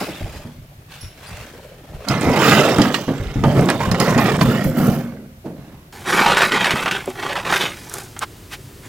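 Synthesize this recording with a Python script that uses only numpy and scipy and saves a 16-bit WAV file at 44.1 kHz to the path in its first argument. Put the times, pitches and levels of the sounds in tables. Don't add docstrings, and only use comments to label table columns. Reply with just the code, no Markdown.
import sys
import numpy as np
from scipy import signal
from scipy.fft import rfft, irfft, next_fast_len
from scipy.io import wavfile
from scipy.ndimage import uniform_filter1d, map_coordinates

SR = 44100
rng = np.random.default_rng(int(sys.argv[2]) if len(sys.argv) > 2 else 0)


def waveform_to_disk(signal):
    frames = np.transpose(np.atleast_2d(signal))
    scaled = np.clip(frames, -1, 1) * 32767
    samples = np.round(scaled).astype(np.int16)
    wavfile.write(sys.argv[1], SR, samples)


N = 391608

# (time [s], relative level [dB], pitch [Hz])
EDGE_HITS = [(0.919, -28.5, 2770), (2.049, -21.5, 1420), (2.212, -25, 1690), (2.687, -6, 2000),
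             (2.784, -4, 904), (2.817, -5, 3110), (2.851, -5.5, 950), (2.943, -0.5, 1850),
             (3.44, -17, 1080), (3.688, 1.5, 1073), (3.701, 1.5, 1063), (3.804, -4.5, 920),
             (3.915, -8, 1160), (3.945, -3.5, 1240), (4.002, -10, 1150), (4.091, -17, 940),
             (4.185, -1.5, 1070), (4.259, -10, 1176), (4.411, 1.5, 1018), (6.37, 4.5, 1490),
             (6.381, -2, 1410), (6.409, 1, 1105), (6.419, 3, 1543), (6.519, -1.5, 1940), (6.608, -8, 1750),
             (6.644, 1.5, 1880), (6.657, -1, 1170), (6.707, 2, 1910), (6.757, -5.5, 1290),
             (6.859, -1, 1220), (6.878, -5.5, 1197), (6.911, -3.5, 2730), (6.95, -8, 1233),
             (7.355, -8, 1300), (7.452, -10.5, 1750), (7.525, 4, 1354), (7.538, -0.5, 1610),
             (7.56, 0, 1580), (8.165, -17, 1380)]
# (pitch [Hz], level [dB], fade time [s])
TRAY_TONES = [(120.4, 5, 0.25), (153.8, 4, 0.3), (204.7, 4, 0.3), (239.6, 7.5, 0.45), (289, -5, 0.41),
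              (352, -14, 1.0), (443, -7, 0.3), (529, 3, 0.2), (643, -9, 0.25)]
# (pitch [Hz], width [Hz], level [dB])
WALL_TONES = [(866, 57, 11), (1070, 62, -2), (1224, 100, 2), (1570, 98, 1), (1767, 43, 1.5), (1970, 48, 0),
              (2670, 71, -0.5), (3500, 890, -12)]
# (frequency [Hz], level [dB])
RUMBLE_COLOUR = [(60, -37.5), (180, -4), (350, -5), (600, -1.5), (900, -13), (1500, -25), (4000, -59.5)]
SLAB_COLOUR = [(30, -23), (80, -10.5), (130, 5.5), (260, 3), (400, -1.5), (650, -7.5), (1200, -32.5),
               (3000, -46)]
CRACKLE_COLOUR = [(2000, -14), (5000, 4.5), (8500, 2.5), (12000, -1), (16000, -10.5)]


def amp(db):
    return 10 ** (np.asarray(db) / 20)


def unit(x):
    return x / np.sqrt(np.mean(x ** 2) + 1e-20)


def steady(x, size=3500):
    power = uniform_filter1d(uniform_filter1d(x ** 2, size), size)
    return x / np.sqrt(np.abs(power) + 1e-4 * np.mean(x ** 2))


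def strike(x):
    return x / np.sqrt(uniform_filter1d(x ** 2, 128).max() + 1e-20)


def add(track, s, sound):
    start = max(0, round(s * SR))
    track[start:start + len(sound)] += sound[:N - start]


def wobble(rate):
    return map_coordinates(rng.standard_normal(int(N * rate / SR) + 4), [np.arange(N) * rate / SR])


def glide(times, values):
    return np.interp(np.arange(N) / SR, times, values)


def during(times):
    t = np.arange(N) / SR
    return (t >= times[0]) & (t <= times[-1])


def swells(starts, rises, holds, levels_db, t60):
    power, t = np.zeros(N), np.arange(3 * SR // 2) / SR
    for s, rise, hold, db in np.broadcast(starts, rises, holds, levels_db):
        fading = amp(db - 60 * np.maximum(t - rise - hold, 0) / t60)
        add(power, s, (np.clip(t / rise, 0, 1) * fading) ** 2)
    return np.sqrt(power)


def ring_time():
    return np.arange(SR // 2) / SR


def through(x, response):
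    return signal.oaconvolve(x, response)[:len(x)]


def colour(x, spectrum, size=4096):
    hz, db = np.transpose(spectrum)
    gain = amp(np.interp(np.log(np.fft.rfftfreq(size, 1 / SR) + 1), np.log(hz), db))
    cepstrum = irfft(np.log(gain))
    cepstrum[1:size // 2] *= 2
    cepstrum[size // 2 + 1:] = 0
    return through(x, irfft(np.exp(rfft(cepstrum))))


def hump(hz, below_db, above_db):
    return [(hz / 16, 3 * below_db), (hz / 4, below_db), (hz, 0),
            (hz * 4, above_db), (hz * 32, 3 * above_db)]


def resonator(peaks):
    t = ring_time()
    return sum(amp(db) * width * np.exp(-np.pi * width * t) * np.sin(2 * np.pi * hz * t)
               for hz, width, db in peaks)


def ring(tones):
    t = ring_time()
    return sum(rng.choice([-1, 1]) * amp(db + rng.normal(0, 3) - 60 * t / t60)
               * np.sin(2 * np.pi * hz * t) for hz, db, t60 in tones)


def burst(t60):
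    t = ring_time()
    return rng.standard_normal(len(t)) * amp(-60 * t / t60)


def pieces(x, patchy_db):
    bands = signal.stft(x, nperseg=512)[2]
    patches = uniform_filter1d(rng.standard_normal(bands.shape), size=2, axis=0)
    patches = uniform_filter1d(patches, size=22, axis=1)
    return signal.istft(bands * amp(patchy_db * unit(patches)), nperseg=512)[1][:N]


def friction(spectrum, rate, spread_db, t60, jerk_db, jerk_rate, patchy_db=4.0):
    slips = rng.random(N) < rate / SR
    sizes = amp(spread_db * np.clip(rng.standard_normal(N), -2, 2) + jerk_db * wobble(jerk_rate))
    energy = signal.lfilter([1], [1, -amp(-60 / t60 / SR) ** 2], slips * sizes ** 2)
    grains = pieces(np.sqrt(energy) * rng.standard_normal(N), patchy_db)
    return steady(colour(grains, spectrum), size=2200)


def sweep(x, centre_hz, boost_db):
    hz, s, bands = signal.stft(x, SR, nperseg=256)
    centre = np.interp(s * SR, np.arange(N), centre_hz)
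    octaves_away = np.log2((hz[:, None] + 1) / centre)
    bands = bands * amp(boost_db * np.exp(-octaves_away ** 2))
    return steady(signal.istft(bands, SR, nperseg=256)[1][:N], size=2200)


def lull(depth_db, hold):
    t, waiting = np.arange(N) / SR, np.zeros(N)
    for s, _, _ in EDGE_HITS:
        waiting[np.searchsorted(t, s - hold):np.searchsorted(t, s)] = 1
    return amp(-depth_db * uniform_filter1d(waiting, size=128))


def air(spectrum, side):
    middle, wide = (unit(colour(rng.standard_normal(N), spectrum)) for channel in range(2))
    wide = colour(wide, side)
    return np.array([middle + wide, middle - wide])


def rolling():
    # (time [s], relative level [dB])
    jolting = [(0, -24.5), (0.14, -40.5), (0.33, -39.5), (0.62, -55), (1.1, -55), (1.32, -46),
               (1.64, -43.5), (1.8, -48), (2.06, -39)]
    # (start [s], rise [s], hold [s], level [dB], pitch [Hz])
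    tufts = [(0, .005, 0.056, -40.5, 1200), (0.08, .02, .11, -44.5, 2210), (0.317, .02, 0.035, -47, 1640),
             (0.884, .04, 0.023, -42, 2530), (0.998, .02, 0.024, -46.5, 3500),
             (1.14, .13, 0.15, -42.5, 1790)]
    # (frequency [Hz], level [dB])
    grass_colour = [(300, -10), (800, -3), (2600, -4.5), (5000, -10.5), (9000, -16), (16000, -20.5)]
    times, jolt_db = np.transpose(jolting)
    jolts = amp(glide(times, jolt_db))
    s, rise, hold, db, hz = np.transpose(tufts)
    rumble = friction(RUMBLE_COLOUR, rate=310, spread_db=0.5, t60=0.043, jerk_db=3, jerk_rate=34)
    grass = friction(grass_colour, rate=3000, spread_db=4, t60=0.025, jerk_db=1.8, jerk_rate=38,
                     patchy_db=2.2)
    grass = sweep(grass, glide(s + rise, hz), boost_db=3.5)
    swish = amp(-6.5) * jolts + swells(s, rise, hold, db, t60=0.57)
    return (amp(1.5) * jolts * rumble + swish * grass) * during(times)


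def thuds():
    # (time [s], relative level [dB], pitch [Hz])
    landings = [(0.083, -24, 185), (0.45, -21.5, 149), (2.099, -9.5, 124), (2.27, -3.5, 258.8),
                (2.783, 1, 291), (2.796, -5, 190.4), (3.08, -6, 266), (3.109, -9.5, 144), (3.442, -3, 145),
                (3.469, -3.5, 132), (3.572, -3, 128), (3.611, -16, 123), (3.915, -5.5, 180),
                (4.16, -3.5, 240.5), (4.412, -8.5, 168), (4.46, -7.5, 129), (4.799, -3, 183),
                (4.879, -5.5, 197), (5.458, -20, 324)]
    x, t = np.zeros(N), ring_time()
    for s, db, hz in landings:
        boom = np.sin(2 * np.pi * hz * t) * amp(-60 * t / 0.32)
        boom += 0.18 * ring([(1.9 * hz, 0, 0.13), (2.8 * hz, -3, 0.09)])
        pile = strike(colour(burst(0.26), hump(hz, -12.5, -18)))
        tray = strike(ring(TRAY_TONES))
        add(x, s, amp(db - 6.5) * strike(boom + pile + 0.67 * tray))
    return x


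def knocks():
    # (time [s], level [dB], pitch [Hz])
    blows = [(0.086, -23, 330), (2.51, -29, 720), (2.68, -14, 520), (3.438, -11.5, 794), (4.187, -18, 718),
             (4.411, -21, 656), (6.736, -18, 205), (7.077, -16.5, 375)]
    x = np.zeros(N)
    for s, db, hz in blows:
        tube = ring([(0.66 * hz, -5, 0.11), (hz, 0, 0.11), (1.13 * hz, -3, 0.1),
                     (1.52 * hz, -4, 0.09), (1.9 * hz, -9, 0.07)])
        blow = strike(colour(burst(0.04), hump(hz, -12, -20)))
        add(x, s, amp(db) * strike(strike(tube) + 0.64 * blow))
    return x


def axle_squeak():
    # (time [s], pitch [Hz], level [dB])
    squeak = [(.115, 2280, -50), (.128, 2950, -42), (.155, 3680, -44), (.185, 3430, -42), (.215, 3100, -53)]
    s, hz, db = np.transpose(squeak)
    pitch = glide(s, hz) * (1 + 0.012 * wobble(380))
    return during(s) * amp(glide(s, db)) * np.sin(2 * np.pi * np.cumsum(pitch) / SR)


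def bumps():
    # (time [s], relative level [dB], pitch [Hz])
    ground_hits = [(0.208, -15, 82.5), (0.239, -19.5, 97), (0.358, -22.5, 68), (0.569, -26.5, 83.4),
                   (0.782, -43, 118), (1.027, -21.5, 86), (1.312, -22.5, 79.5), (1.388, -25, 71.6),
                   (1.894, -28, 100), (1.946, -19, 75), (2.25, -10, 90), (3.199, -11.5, 100),
                   (3.257, -14, 53), (3.357, -6, 121), (3.386, -8, 129), (3.872, -10, 90.5),
                   (4.651, -6.5, 143)]
    x, t = np.zeros(N), ring_time()
    for s, db, hz in ground_hits:
        push = np.sin(2 * np.pi * hz * t) * amp(-60 * t / 0.055) * (1 - np.exp(-t / 0.013))
        earth = colour(burst(0.23), hump(hz, -11.5, -26.5))
        add(x, s, amp(db - 6) * strike(strike(push) + 1.1 * strike(earth)))
    return x


def clacks(t60=0.12):
    x = np.zeros(N)
    for s, db, hz in EDGE_HITS:
        crack = colour(burst(0.03) + 0.67 * burst(t60), hump(hz, -12, -19.5))
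        wood = ring([(0.63 * hz, -4, t60), (hz, 0, t60),
                     (1.55 * hz, -3, 0.49 * t60), (2.3 * hz, -7, 0.5 * t60)])
        add(x, s, amp(db - 13) * strike(strike(crack) + 0.6 * strike(wood)))
    return x


def wheel_squeals():
    # (time [s], pitch [Hz], level [dB], fade time [s])
    squeals = [(1.008, 5500, -37.5, 0.32), (1.268, 4760, -42, .2)]
    x = np.zeros(N)
    for s, hz, db, t60 in squeals:
        wheel = resonator([(hz, 70, 0), (2 * hz, 100, -4)])
        add(x, s, amp(db) * strike(through(burst(t60), wheel)))
    return x


def tipping():
    # (start [s], rise [s], hold [s], slabs [dB], curls [dB], crumbs [dB])
    slides = [(2.061, 0.046, 0.022, -19, -21.5, -35), (2.21, .003, 0.017, -20.5, -25, -34),
              (2.235, 0.027, 0.13, -23.5, -21, -43), (2.283, 0.2, 0.12, -14, -13.5, -21.5),
              (2.606, 0.045, 0.23, -21, -23.5, -33), (2.932, 0.0036, 0.01, -41, -33.5, -32.5),
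              (3.07, 0.015, 0.58, -32.5, -38, -45.5), (3.422, 0.021, 0.053, -17, -26, -69),
              (3.538, 0.032, 0.037, -13, -22.5, -49), (3.678, 0.0085, 0.011, -23, -31, -34),
              (3.786, 0.011, 0.063, -23, -24, -37.5), (3.952, 0.044, 0.12, -17.5, -20.5, -33),
              (4.174, 0.0046, 0.014, -22, -18, -36), (4.228, 0.012, 0.067, -16.5, -22, -33),
              (4.378, 0.0059, 0.21, -21, -26, -36), (4.71, 0.085, 0.12, -22, -28, -42),
              (5.44, 0.018, 0.014, -29.5, -55, -75), (5.544, 0.04, 0.15, -44, -49.5, -63)]
    # (frequency [Hz], level [dB])
    curl_colour = [(200, -23.5), (450, 1), (700, 1.5), (1300, -1.5), (2200, -8), (3300, -20), (6000, -31.5),
                   (16000, -44)]
    crumb_colour = [(1000, -27), (2800, 9), (4500, -1.5), (7000, -4), (10000, -11.5), (16000, -7.5)]
    s, rise, hold, slab_db, curl_db, crumb_db = np.transpose(slides)
    slabs = friction(SLAB_COLOUR, rate=150, spread_db=-4, t60=0.23, jerk_db=4, jerk_rate=28)
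    curls = friction(curl_colour, rate=260, spread_db=1.5, t60=0.085, jerk_db=1.3, jerk_rate=40,
                     patchy_db=3.5)
    crumbs = friction(crumb_colour, rate=780, spread_db=5, t60=0.054, jerk_db=3, jerk_rate=14)
    slabs *= swells(s, rise, hold, slab_db, t60=0.86)
    curls *= swells(s, rise, hold, curl_db, t60=0.69)
    crumbs *= swells(s, rise, hold, crumb_db, t60=0.63)
    return slabs + (curls + crumbs) * lull(depth_db=1, hold=0.031)


def rim_pings():
    # (time [s], relative level [dB])
    blows = [(2.0854, -14), (3.914, -17.5), (3.9419, -44), (4, -12), (4.1784, -21), (4.4134, -23)]
    # (pitch [Hz], level [dB], fade time [s])
    rim_tones = [(3180, 0, 0.14), (4250, 17, 0.027), (5090, 4, 0.13), (5860, -12, .08), (6730, 3, 0.097),
                 (8520, -10, 0.15), (10900, -2, 0.071), (13740, -7, 0.03), (14750, -4.5, .1)]
    x = np.zeros(N)
    for s, db in blows:
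        click = strike(colour(burst(0.03), hump(5500, -18, -14)))
        add(x, s, amp(db - 5.5) * strike(strike(ring(rim_tones)) + click))
    return x


def fibre_snaps():
    # (time [s], relative level [dB])
    breaks = [(2.2104, -16.5), (2.7844, -16.5), (3.6097, -22), (3.6586, -23), (3.701, -13), (4.367, -21),
              (6.174, -15), (6.8354, -24), (7.0584, -22), (7.1015, -25), (7.331, -23.5), (7.8965, -19),
              (7.9394, -9.5), (7.9838, -17), (8.0366, -30), (8.1915, -10.5)]
    x = np.zeros(N)
    for s, db in breaks:
        snap = colour(burst(0.009) + 0.2 * burst(0.03), hump(8800, -24, -50))
        add(x, s, amp(db - 10) * strike(snap))
    return x


def shaking(rise=0.0084, hold=0.014):
    # (time [s], drumming [dB], jingling [dB])
    jolts = [(4.0, -20, -39), (4.19, -39, -36), (4.41, -16.5, -37), (4.49, -19, -42), (4.635, -19, -36.5),
             (4.765, -19, -33), (4.84, -17.5, -34.5), (4.925, -31, -41)]
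    # (pitch [Hz], width [Hz], level [dB])
    steel_tones = [(12300, 400, -14), (12500, 400, -13), (13450, 300, 0), (13750, 450, -9), (14900, 330, 6)]
    s, drum_db, jingle_db = np.transpose(jolts)
    shudder = friction(SLAB_COLOUR, rate=220, spread_db=-2, t60=0.0049, jerk_db=5, jerk_rate=18)
    chatter = friction(CRACKLE_COLOUR, rate=710, spread_db=5.5, t60=0.028, jerk_db=5, jerk_rate=9.2)
    drum = steady(through(shudder, ring(TRAY_TONES)))
    jingle = steady(through(chatter, resonator(steel_tones)))
    drum *= swells(s, rise, hold, drum_db, t60=0.97)
    jingle *= swells(s, rise, hold, jingle_db, t60=0.45)
    return drum + jingle


def pulling():
    # (start [s], rise [s], hold [s], rasp [dB], pitch [Hz], flakes [dB])
    tugs = [(5.91, .005, 0.15, -41.5, 1290, -48.5), (6.045, 0.066, 0.06, -17.5, 1420, -30),
            (6.155, 0.034, .14, -14.5, 990, -35.5), (6.363, 0.006, 0.016, -18, 1300, -30),
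            (6.388, 0.021, 0.023, -14, 1730, -31.5), (6.508, .005, 0.066, -17.5, 1320, -41),
            (6.593, 0.0093, 0.11, -19.5, 1670, -35.5), (6.75, .004, 0.076, -24, 1460, -38.5),
            (6.847, 0.0065, 0.017, -21, 1260, -51), (6.909, 0.0035, 0.045, -23.5, 2200, -40),
            (7.067, 0.0069, 0.023, -35, 810, -48), (7.142, 0.084, 0.16, -25.5, 1260, -44),
            (7.426, 0.061, 0.043, -21, 1290, -40), (7.502, .015, 0.032, -21.5, 1890, -28.5),
            (7.586, 0.028, 0.027, -20, 2520, -34.5), (7.743, .03, 0.17, -44, 1200, -45.5),
            (7.892, 0.05, 0.052, -35.5, 900, -38), (8.808, 0.044, .03, -44, 1630, -50)]
    # (pitch [Hz], width [Hz], level [dB])
    hollow_tones = [(188, 60, 1.5), (388, 70, 5), (499, 34, -2.5), (573, 58, -3.5), (690, 39, -0.5),
                    (950, 54, 11)]
    s, rise, hold, rasp_db, hz, flake_db = np.transpose(tugs)
    hollow_db = rasp_db - 6 + np.log2(1440 / hz)
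    rasp_colour = [(200, -14), (450, -12), (850, -0.5), (1500, 0), (2100, 1.5), (2800, -1.5), (3600, -1),
                   (5000, -10), (8000, -18), (16000, -39.5)]
    rasp = friction(rasp_colour, rate=930, spread_db=6, t60=0.048, jerk_db=1.6, jerk_rate=70,
                    patchy_db=3.5)
    walls = steady(through(rasp, resonator(WALL_TONES)))
    rasp = sweep(steady(rasp + 0.33 * walls), glide(s + rise + hold / 2, hz), boost_db=6.5)
    rub = friction(RUMBLE_COLOUR, rate=490, spread_db=-0.5, t60=0.015, jerk_db=-1.5, jerk_rate=60)
    hollow = steady(through(rub, resonator(hollow_tones))) + amp(-26) * rub
    flakes = friction(CRACKLE_COLOUR, rate=920, spread_db=-0.5, t60=0.016, jerk_db=0.5, jerk_rate=70)
    rasp *= swells(s, rise, hold, rasp_db, t60=0.33)
    hollow *= swells(s, rise, hold, hollow_db, t60=0.33)
    flakes *= swells(s, rise, hold, flake_db, t60=0.47)
    return (rasp + hollow + flakes) * lull(depth_db=3, hold=0.018)


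def brushes():
    # (time [s], half length [s], level [dB], pitch [Hz])
    strokes = [(8.23, 0.021, -21.5, 1240), (8.536, 0.029, -29.5, 2230)]
    x, t = np.zeros(N), ring_time()
    middle = t.mean()
    for s, half_length, db, hz in strokes:
        grain = unit(colour(rng.standard_normal(len(t)), hump(hz, -13, -15)))
        walls = unit(through(grain, resonator(WALL_TONES)))
        swell = np.exp(-2 * ((t - middle) / half_length) ** 2)
        add(x, s - middle, amp(db) * unit(grain + 0.28 * walls) * swell)
    return x


def scatter(x, t60, size=256):
    starts = np.arange(0, N, size // 2)
    stretches = np.pad(x, (0, size))[starts[:, None] + np.arange(size)] * np.sqrt(np.hanning(size))
    t = np.arange(SR // 64) / SR
    echoes = rng.standard_normal((len(starts), len(t))) * amp(-60 * t / t60)
    echoes /= np.linalg.norm(echoes, axis=1, keepdims=True)
    out = np.zeros(N)
    for start, sound in zip(starts, signal.fftconvolve(stretches, echoes, axes=1)):
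        add(out, start / SR, sound)
    return out


def place(x, lean, side, t60):
    wide = colour(scatter(x, t60), side)
    left = colour(x + wide, [(hz, db / 2) for hz, db in lean])
    right = colour(x - wide, [(hz, -db / 2) for hz, db in lean])
    return np.array([left, right])


def scene(shed_start_s=5.925):
    # (frequency [Hz], relative level [dB])
    yard_air = [(15, -46), (25, 0.5), (152, 5.5), (299, -17.5), (637, -18), (1090, -25), (1680, -23),
                (8490, -32), (14600, -27.5), (15800, -34)]
    shed_air = [(15, -32), (25, -7), (49, -3), (70, -3.5), (126, 3), (179, -7.5), (382, -7), (557, -17),
                (857, -21.5), (981, -19.5), (1090, -23), (1590, -22.5), (8970, -27.5), (15800, -29.5)]
    # (frequency [Hz], left minus right [dB])
    pile_lean = [(60, -3.5), (180, -1.0), (550, -2.0), (1650, -4), (4970, -13.5), (15000, -1.5)]
    stack_lean = [(60, -0.92), (240, 0.088), (950, -2.3), (3770, -0.47), (15000, -0.99)]
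    # (frequency [Hz], level [dB])
    barrow_echo = [(30, -15), (60, -10), (240, -19), (950, -11), (3770, -3.5), (15000, 0)]
    pile_echo = [(100, -15), (500, -23.5), (2000, -16), (5000, -2.5), (14000, -2.5)]
    stack_echo = [(60, -34), (180, -29), (550, -17.5), (1650, -19.5), (4970, -53), (15000, -63)]
    clatter = clacks() + fibre_snaps() + knocks()
    barrow = rolling() + axle_squeak() + wheel_squeals() + bumps()
    barrow = place(barrow, [(1000, 0)], barrow_echo, t60=0.021)
    load = tipping() + shaking() + thuds() + rim_pings() + clatter
    load = place(load, pile_lean, pile_echo, t60=0.017)
    load[0] = np.pad(load[0], (1, 0))[:N]
    stack = place(pulling() + brushes() + clatter, stack_lean, stack_echo, t60=0.037)
    yard = barrow + load + amp(-44.5) * air(yard_air, side=[(100, -36), (1000, 4.5), (8000, -0.5)])
    shed = stack + amp(-40) * air(shed_air, side=[(100, -30), (1000, -2.5), (8000, -17)])
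    return np.where(np.arange(N) / SR >= shed_start_s, shed, yard)


def record(dry, top_hz=15950):
    rounded = dry / (1 + np.abs(dry) ** 8) ** (1 / 8)
    size = next_fast_len(N + SR // 2)
    kept = np.fft.rfftfreq(size, 1 / SR) < top_hz
    return irfft(rfft(rounded, size) * kept, size)[:, :N]


dry = scene()
out = record(dry)
waveform_to_disk(out)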